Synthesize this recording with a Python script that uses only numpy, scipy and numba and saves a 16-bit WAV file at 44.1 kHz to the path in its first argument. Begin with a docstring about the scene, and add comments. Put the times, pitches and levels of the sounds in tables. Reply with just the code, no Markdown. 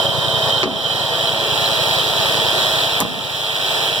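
"""A roadside at night, heard from a parked vehicle near a mobile crane. An engine idles with a lopsided
throb, because its firings are uneven. Fans and machinery roar, and puffs from the fans ring two
resonances, making a bright rasp that flutters about a hundred times a second. Two close, rattling knocks
push the microphone's automatic volume control down, and the roar swells back after each."""
import sys
import numpy as np
from scipy import signal
from scipy.fft import rfft, irfft
from scipy.io import wavfile
from numba import njit

SR = 44100
rng = np.random.default_rng(int(sys.argv[2]) if len(sys.argv) > 2 else 0)


def pcm_store(signal):
    """Save signal as 16-bit PCM."""
    levels = np.round(np.clip(np.atleast_2d(signal), -1, 1) * 32767)
    wavfile.write(sys.argv[1], SR, levels.astype(np.int16).T)


N = 176400


def undb(db):
    """Turn decibels into a multiplier."""
    return 10 ** (np.asarray(db) / 20)


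def times():
    """Time of every sample."""
    return np.arange(N) / SR


def freqs():
    """Frequency of every point in the spectrum."""
    return np.maximum(np.arange(N // 2 + 1) * SR / N, 1)


def curve(rows, column=1):
    """One column of a table, joined by straight lines in time."""
    rows = np.array(rows)
    return np.interp(times(), rows[:, 0], rows[:, column])


def colour(points):
    """A filter curve drawn through (Hz, dB) points."""
    hz, db = np.array(points).T
    return undb(np.interp(np.log(freqs()), np.log(hz), db))


def shape(x, response):
    """Pass a sound through a filter curve."""
    return irfft(rfft(x) * response, N)


def resonance(hz, width_hz):
    """Filter curve of something that rings at one pitch."""
    return 1 / (1 + 1j * (freqs() ** 2 - hz ** 2) / (freqs() * width_hz))


def lowpass(x, hz):
    """Soften everything above hz."""
    return signal.sosfilt(signal.butter(2, min(hz, SR / 2 - 1), fs=SR, output="sos"), x)


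def unit(x):
    """Scale to an average (rms) size of 1."""
    return x / np.sqrt(np.mean(x ** 2))


def noise():
    """Two unrelated white noises: one for direct sound, one for scattered sound."""
    return rng.standard_normal((2, N))


def band(hz, width_hz):
    """Noise gathered around one pitch."""
    return unit(shape(noise(), resonance(hz, width_hz) ** 2))


def wander(rate_hz):
    """A smooth random wobble around zero, of size 1."""
    slow_part = np.exp(-(freqs() / rate_hz) ** 2) * (np.arange(N // 2 + 1) > 0)
    return unit(shape(rng.standard_normal(N), slow_part))


def fade(age, t60):
    """Silent until it starts, then dies away by 60 dB in t60 seconds."""
    return (age > 0) * np.exp(-np.log(1000) * np.abs(age) / t60)


# Firings within one turn of the engine: t/s, level/dB
FIRINGS = [(0, -2.3), (.0357, 0), (.0627, -14)]
# How the throb rises and falls: t/s, level/dB
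THROB_LEVEL = [(0, 3.5), (.5, 2.5), (.8, 3.5), (1.2, 2), (2.9, 2.5), (3.2, 1.5), (3.5, -5.5), (4, -7.5)]

def engine_idle(turn_s=.09578, boom_hz=133, glide_hz_per_s=2800, width_s=.0059, level_db=-18.5):
    """Each uneven firing is a short, rising boom, a little later and softer on the left."""
    t = times() - np.array([[.0016], [0]])
    throb = np.zeros((2, N))
    for turn in np.arange(-.0418, N / SR, turn_s):
        for offset, db in FIRINGS:
            scatter_db, skew = rng.standard_normal(2) * (1.1, .22)
            near = np.abs(t[1] - turn - offset) < turn_s / 2
            age = t[:, near] - turn - offset
            cycles = boom_hz * age + glide_hz_per_s * age ** 2 / 2
            swell = undb(db + scatter_db) * np.exp(-(age / width_s) ** 2 / 2)
            throb[:, near] += swell * np.cos(2 * np.pi * cycles + skew)
    pan_db = np.array([[-2.5], [0]])
    return throb * undb(level_db + curve(THROB_LEVEL) + pan_db)


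# Humming notes in the roar: f/Hz, width/Hz, starting level/dB, change/(dB per s)
DRONES = [(222, 14, -37.5, -4), (451, 25.4, -43.5, 2.5), (556.6, 17.6, -30, -3.5),
          (651, 22.8, -26.5, -0.94), (897, 20.3, -40, 2.66), (1001, 21, -32.5, -4)]

def drones():
    """Narrow resonances hum, each part noise and part wavering tone."""
    hum = np.zeros((2, N))
    for hz, width, db, change in DRONES:
        breath = band(hz, width)
        pitch_hz = hz + width / 5 * wander(3.9)
        tone = np.sin(2 * np.pi * np.cumsum(pitch_hz) / SR)
        hum += undb(db + change * times()) * unit(breath + tone)
    return hum


# Pitches at which the ducts ring: f/Hz, width/Hz, level/dB
DUCTS = [(1766, 220, -36), (2364, 71, -32), (2716, 350, -30), (4027, 150, -40), (5150, 800, -40.5)]

def ducts():
    """Air rings the ducts in broad bands of hiss."""
    return sum(undb(db) * band(hz, width) for hz, width, db in DUCTS)


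# Tone of the roar: f/Hz, level/dB
ROAR_TONE = [(20, -84), (45, -60), (85, -63), (170, -58.5), (275, -58.5), (400, -51.5), (700, -49),
             (1000, -52.5), (1300, -60.5), (1700, -68), (2600, -138)]

def roar(level_db, flicker_db=.23):
    """The low, slightly flickering noise of the machinery."""
    rumble = shape(noise(), colour(ROAR_TONE)) * np.sqrt(SR / 2)
    return rumble * undb(level_db + flicker_db * wander(49))


# Tone of the rushing air: f/Hz, level/dB
RUSH_TONE = [(700, -65.5), (1250, -56), (1520, -54.5), (1750, -52.5), (1900, -50), (2100, -77),
             (2500, -53.5), (2830, -75.5), (3050, -49), (3700, -54), (4080, -47), (4380, -76.5),
             (4650, -61), (5300, -58), (5700, -67.5), (6100, -64.5), (6800, -71.5), (7400, -65),
             (9000, -69.5), (12000, -70.5), (14000, -76), (15500, -69)]
# How its treble rises and falls: t/s, level/dB
TREBLE_LEVEL = [(0, -0.5), (.7, -2.5), (1.6, 0.5), (2.6, 0.5), (3.3, 1), (4, 1.5)]

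def air_rush(level_db, fan_puffs, flicker_db=.23, swell_db=.69, echo_db=-4.5, treble_hz=6300):
    """A bright rush of air, coloured by close echoes, that pulses with the fans."""
    air = shape(noise(), colour(RUSH_TONE)) * np.sqrt(SR / 2)
    air *= undb(level_db + flicker_db * wander(47) + swell_db * wander(3.3))
    echoes = rng.standard_normal(N) * fade(times(), t60=.18)
    air += undb(echo_db) * shape(air, rfft(echoes / np.sqrt(np.sum(echoes ** 2))))
    treble = shape(air, 1 / (1 + (treble_hz / freqs()) ** 10))
    air += treble * (undb(curve(TREBLE_LEVEL)) - 1)
    pulsing = unit(1 + .13 * unit(np.abs(fan_puffs[0])))
    return air * pulsing


# How the machinery swells: t/s, roar and drone level/dB, rush level/dB, duct level/dB
MACHINE_LEVELS = [(0, 1, -3.5, -8), (.4, -.5, -4.5, -13), (.625, 1.5, -2.5, -16), (.7, 3.5, -1.5, -3),
                  (1, 3.5, 2, -3.5), (1.5, 2.5, 0, 3.5), (2.1, 2.5, 2, 2.5), (2.65, 6, 5, 4.5),
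                  (2.95, 4, 3, 6.5), (3.1, 2, -1.5, 6), (3.4, -3.5, -3, -1), (3.85, -2.5, -3.5, 2),
                  (4, -6, -5.5, -3)]

def machinery(fan_puffs):
    """Drones, ducts, roar and rushing air build up and then ease off."""
    roar_db, rush_db, duct_db = (curve(MACHINE_LEVELS, column) for column in (1, 2, 3))
    ringing = drones() * undb(roar_db) + ducts() * undb(duct_db)
    return ringing + roar(roar_db) + air_rush(rush_db, fan_puffs)


def puffs(rate_hz, puff_share=.14, tone_strength=3.7):
    """A fan gives one short puff a turn; complex numbers hold the strength and phase of its ring."""
    turn_position = np.cumsum(rate_hz * (1 + .0043 * wander(38))) / SR % 1
    pulse = np.exp(-turn_position / puff_share)
    grit = np.array([wander(280) + 1j * wander(610) for _ in range(2)])
    tone = tone_strength * np.exp(2j * np.pi * wander(20.4))
    return pulse * (grit + tone)


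def fans(first_hz, second_hz=124.1, second_db=-5):
    """Two fans flutter at nearby rates."""
    return puffs(first_hz) + undb(second_db) * puffs(second_hz)


# The rasp over time: t/s, first fan's rate/Hz, sharp ring level/dB, broad ring level/dB, broad ring f/Hz
RASP = [(0, 108, -15, -29, 3250), (.2, 111.2, -20.5, -24.5, 3600), (.55, 105.8, -17.5, -25.5, 3650),
        (.85, 108.1, -17, -19, 3270), (1.25, 109.4, -19.5, -17.5, 3277), (2, 106.8, -29, -18.5, 3293),
        (2.4, 106, -22, -15.5, 3335), (2.75, 101.4, -19, -14, 3380), (3.3, 101.9, -23.5, -22, 3368),
        (4, 97.5, -31.5, -22, 3288)]
# Brief jumps and dips of the sharp ring: t/s, level change/dB
SURGES = [(0.04, -9), (0.067, 5), (.48, -6), (.532, 4.5), (0.853, 8.5), (0.91, 7.5), (1.4, -14), (1.53, 3),
          (2.01, 15)]

def rasp(fan_puffs, sharp_hz=3144, surge_width_s=.011):
    """The puffs ring a sharp resonance, which surges now and then, and a broad one that drifts."""
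    def ring(hz, width_hz):
        tone = np.exp(2j * np.pi * np.cumsum(hz) / SR)
        return unit((lowpass(fan_puffs, width_hz / 2) * tone).real)

    surge_db = sum(db * np.exp(-((times() - at) / surge_width_s) ** 2 / 2) for at, db in SURGES)
    sharp = undb(curve(RASP, 2) + surge_db) * ring(np.full(N, sharp_hz), width_hz=125)
    broad = undb(curve(RASP, 3)) * ring(curve(RASP, 4), width_hz=510)
    return sharp + broad


# Two knocks and their rattles: t/s, thud level/dB, thud f/Hz, crack level/dB, crack top f/Hz
KNOCKS = [(0.631, -2, 365, -5, 5400), (.638, -8.5, 292, -4.5, 4400), (0.658, -5.5, 234, -14, 1800),
          (0.674, -11, 387, -16, 1500), (0.682, -4, 244.6, -19, 1500), (0.711, -6, 204, -30, 1200),
          (3.003, -8, 269, -3.5, 17600), (3.01, -8, 1001, -4, 4207), (3.021, -2, 205, -8, 1200),
          (3.05, -3, 234, -10.5, 1000), (3.108, -11, 248, -33, 1000), (3.168, -14.5, 222, -34, 1000)]
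# Panel notes rung by every crack: f/Hz, level/dB next to the crack, fade time/s
PANEL_NOTES = [(497, -12, 0.22), (642, -9, 0.24), (824, -4, 0.083), (1070, 4, 0.032), (1180, -5.5, 0.052)]

def knocks(roughness=.68, thud_rise_s=.0028, tick_db=8, cabin_db=-10):
    """Each hit is a crack, ringing panels and a hollow thud, with a short dull echo from the cabin."""
    hits = np.zeros((2, N))
    for start, thud_db, thud_hz, crack_db, top_hz in KNOCKS:
        age = times() - start
        rumble = unit(shape(rng.standard_normal(N), resonance(thud_hz, width_hz=86) ** 2))
        body = np.sin(2 * np.pi * thud_hz * age) + roughness * rumble
        thud = body * fade(age, t60=.16) * np.clip(age / thud_rise_s, 0, 1)
        panel = sum(undb(db) * np.sin(2 * np.pi * hz * age) * fade(age, t60)
                    for hz, db, t60 in PANEL_NOTES)
        snap = fade(age, t60=.092) + undb(tick_db) * fade(age, t60=.005)
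        crack = lowpass(unit(lowpass(noise(), top_hz)) * snap, top_hz)
        hits += undb(crack_db) * crack
        hits[0] += undb(thud_db) * thud + undb(crack_db) * panel  # direct sound only
    cabin_fade = fade(times(), t60=.55)
    cabin = lowpass(noise(), hz=700) * cabin_fade / np.sqrt(np.sum(cabin_fade ** 2))
    return hits + undb(cabin_db) * shape(hits[0], rfft(cabin))


# How much scattered sound goes to the sides: f/Hz, level/dB
STEREO_WIDTH = [(60, 1.5), (300, 0.5), (500, -10.5), (750, -14), (1100, -25.5), (1500, 0), (2100, 4),
                (2850, -6), (3250, -14), (3900, -7), (6000, -4.5), (15000, -5.5)]
# How much louder the left is than the right: f/Hz, level/dB
BALANCE = [(100, -1), (1100, -0.5), (1400, -3.5), (2100, 0), (2850, -5), (3150, -1), (3450, 3),
           (3850, -0.5), (4400, -9.5), (5300, 1), (6100, 1.5), (9500, 0), (12000, 4), (15000, -0.5)]

def spread(pair, swing_hz=2205, side_db=-11.5):
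    """Share sound between left and right; going up in pitch, it swings between centre and sides."""
    direct, scattered = rfft(pair)
    angle = np.pi * np.maximum(freqs() / swing_hz, .5)
    centre, swing = np.sin(angle), undb(side_db) * np.cos(angle)
    width, lean = colour(STEREO_WIDTH), np.sqrt(colour(BALANCE))
    side = 1j * swing * direct + width * scattered
    left, right = (centre * direct + side) * lean, (centre * direct - side) / lean
    total = np.sqrt(centre ** 2 + swing ** 2 + width ** 2)
    return irfft(np.array([left, right]) / total, N)


def scene():
    """The idling engine under the machinery, the rasp and the knocks."""
    fan_puffs = fans(curve(RASP, 1))
    return engine_idle() + spread(machinery(fan_puffs) + rasp(fan_puffs) + knocks())


@njit
def follow(x, rise_s, fall_s):
    """Track a level, rising at one speed and falling at another."""
    tracked, level = np.empty(len(x)), 0.
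    for i in range(len(x)):
        level += (x[i] - level) / (SR * (rise_s if x[i] > level else fall_s))
        tracked[i] = level
    return tracked


def record(dry, low_cut_hz=65, top_hz=15600, limit_db=-15.5, detect_s=.0058, look_ahead_s=.0085):
    """The microphone trims deep bass and top treble, turns down on loud sounds and recovers slowly."""
    thinned = signal.sosfilt(signal.butter(3, low_cut_hz, "high", fs=SR, output="sos"), dry)
    power = lowpass(np.mean(thinned ** 2, axis=0), 1 / (2 * np.pi * detect_s))
    over_db = np.maximum(10 * np.log10(np.maximum(power, 1e-9)) - limit_db, 0)
    dip_db = follow(over_db, rise_s=.0022, fall_s=.37)
    turned_down = thinned * undb(-np.interp(times() + look_ahead_s, times(), dip_db))
    top_cut = signal.ellip(8, .2, 70, top_hz, fs=SR, output="sos")
    return signal.sosfilt(top_cut, np.clip(turned_down, -1, 1))


dry = scene()
out = record(dry)
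pcm_store(out)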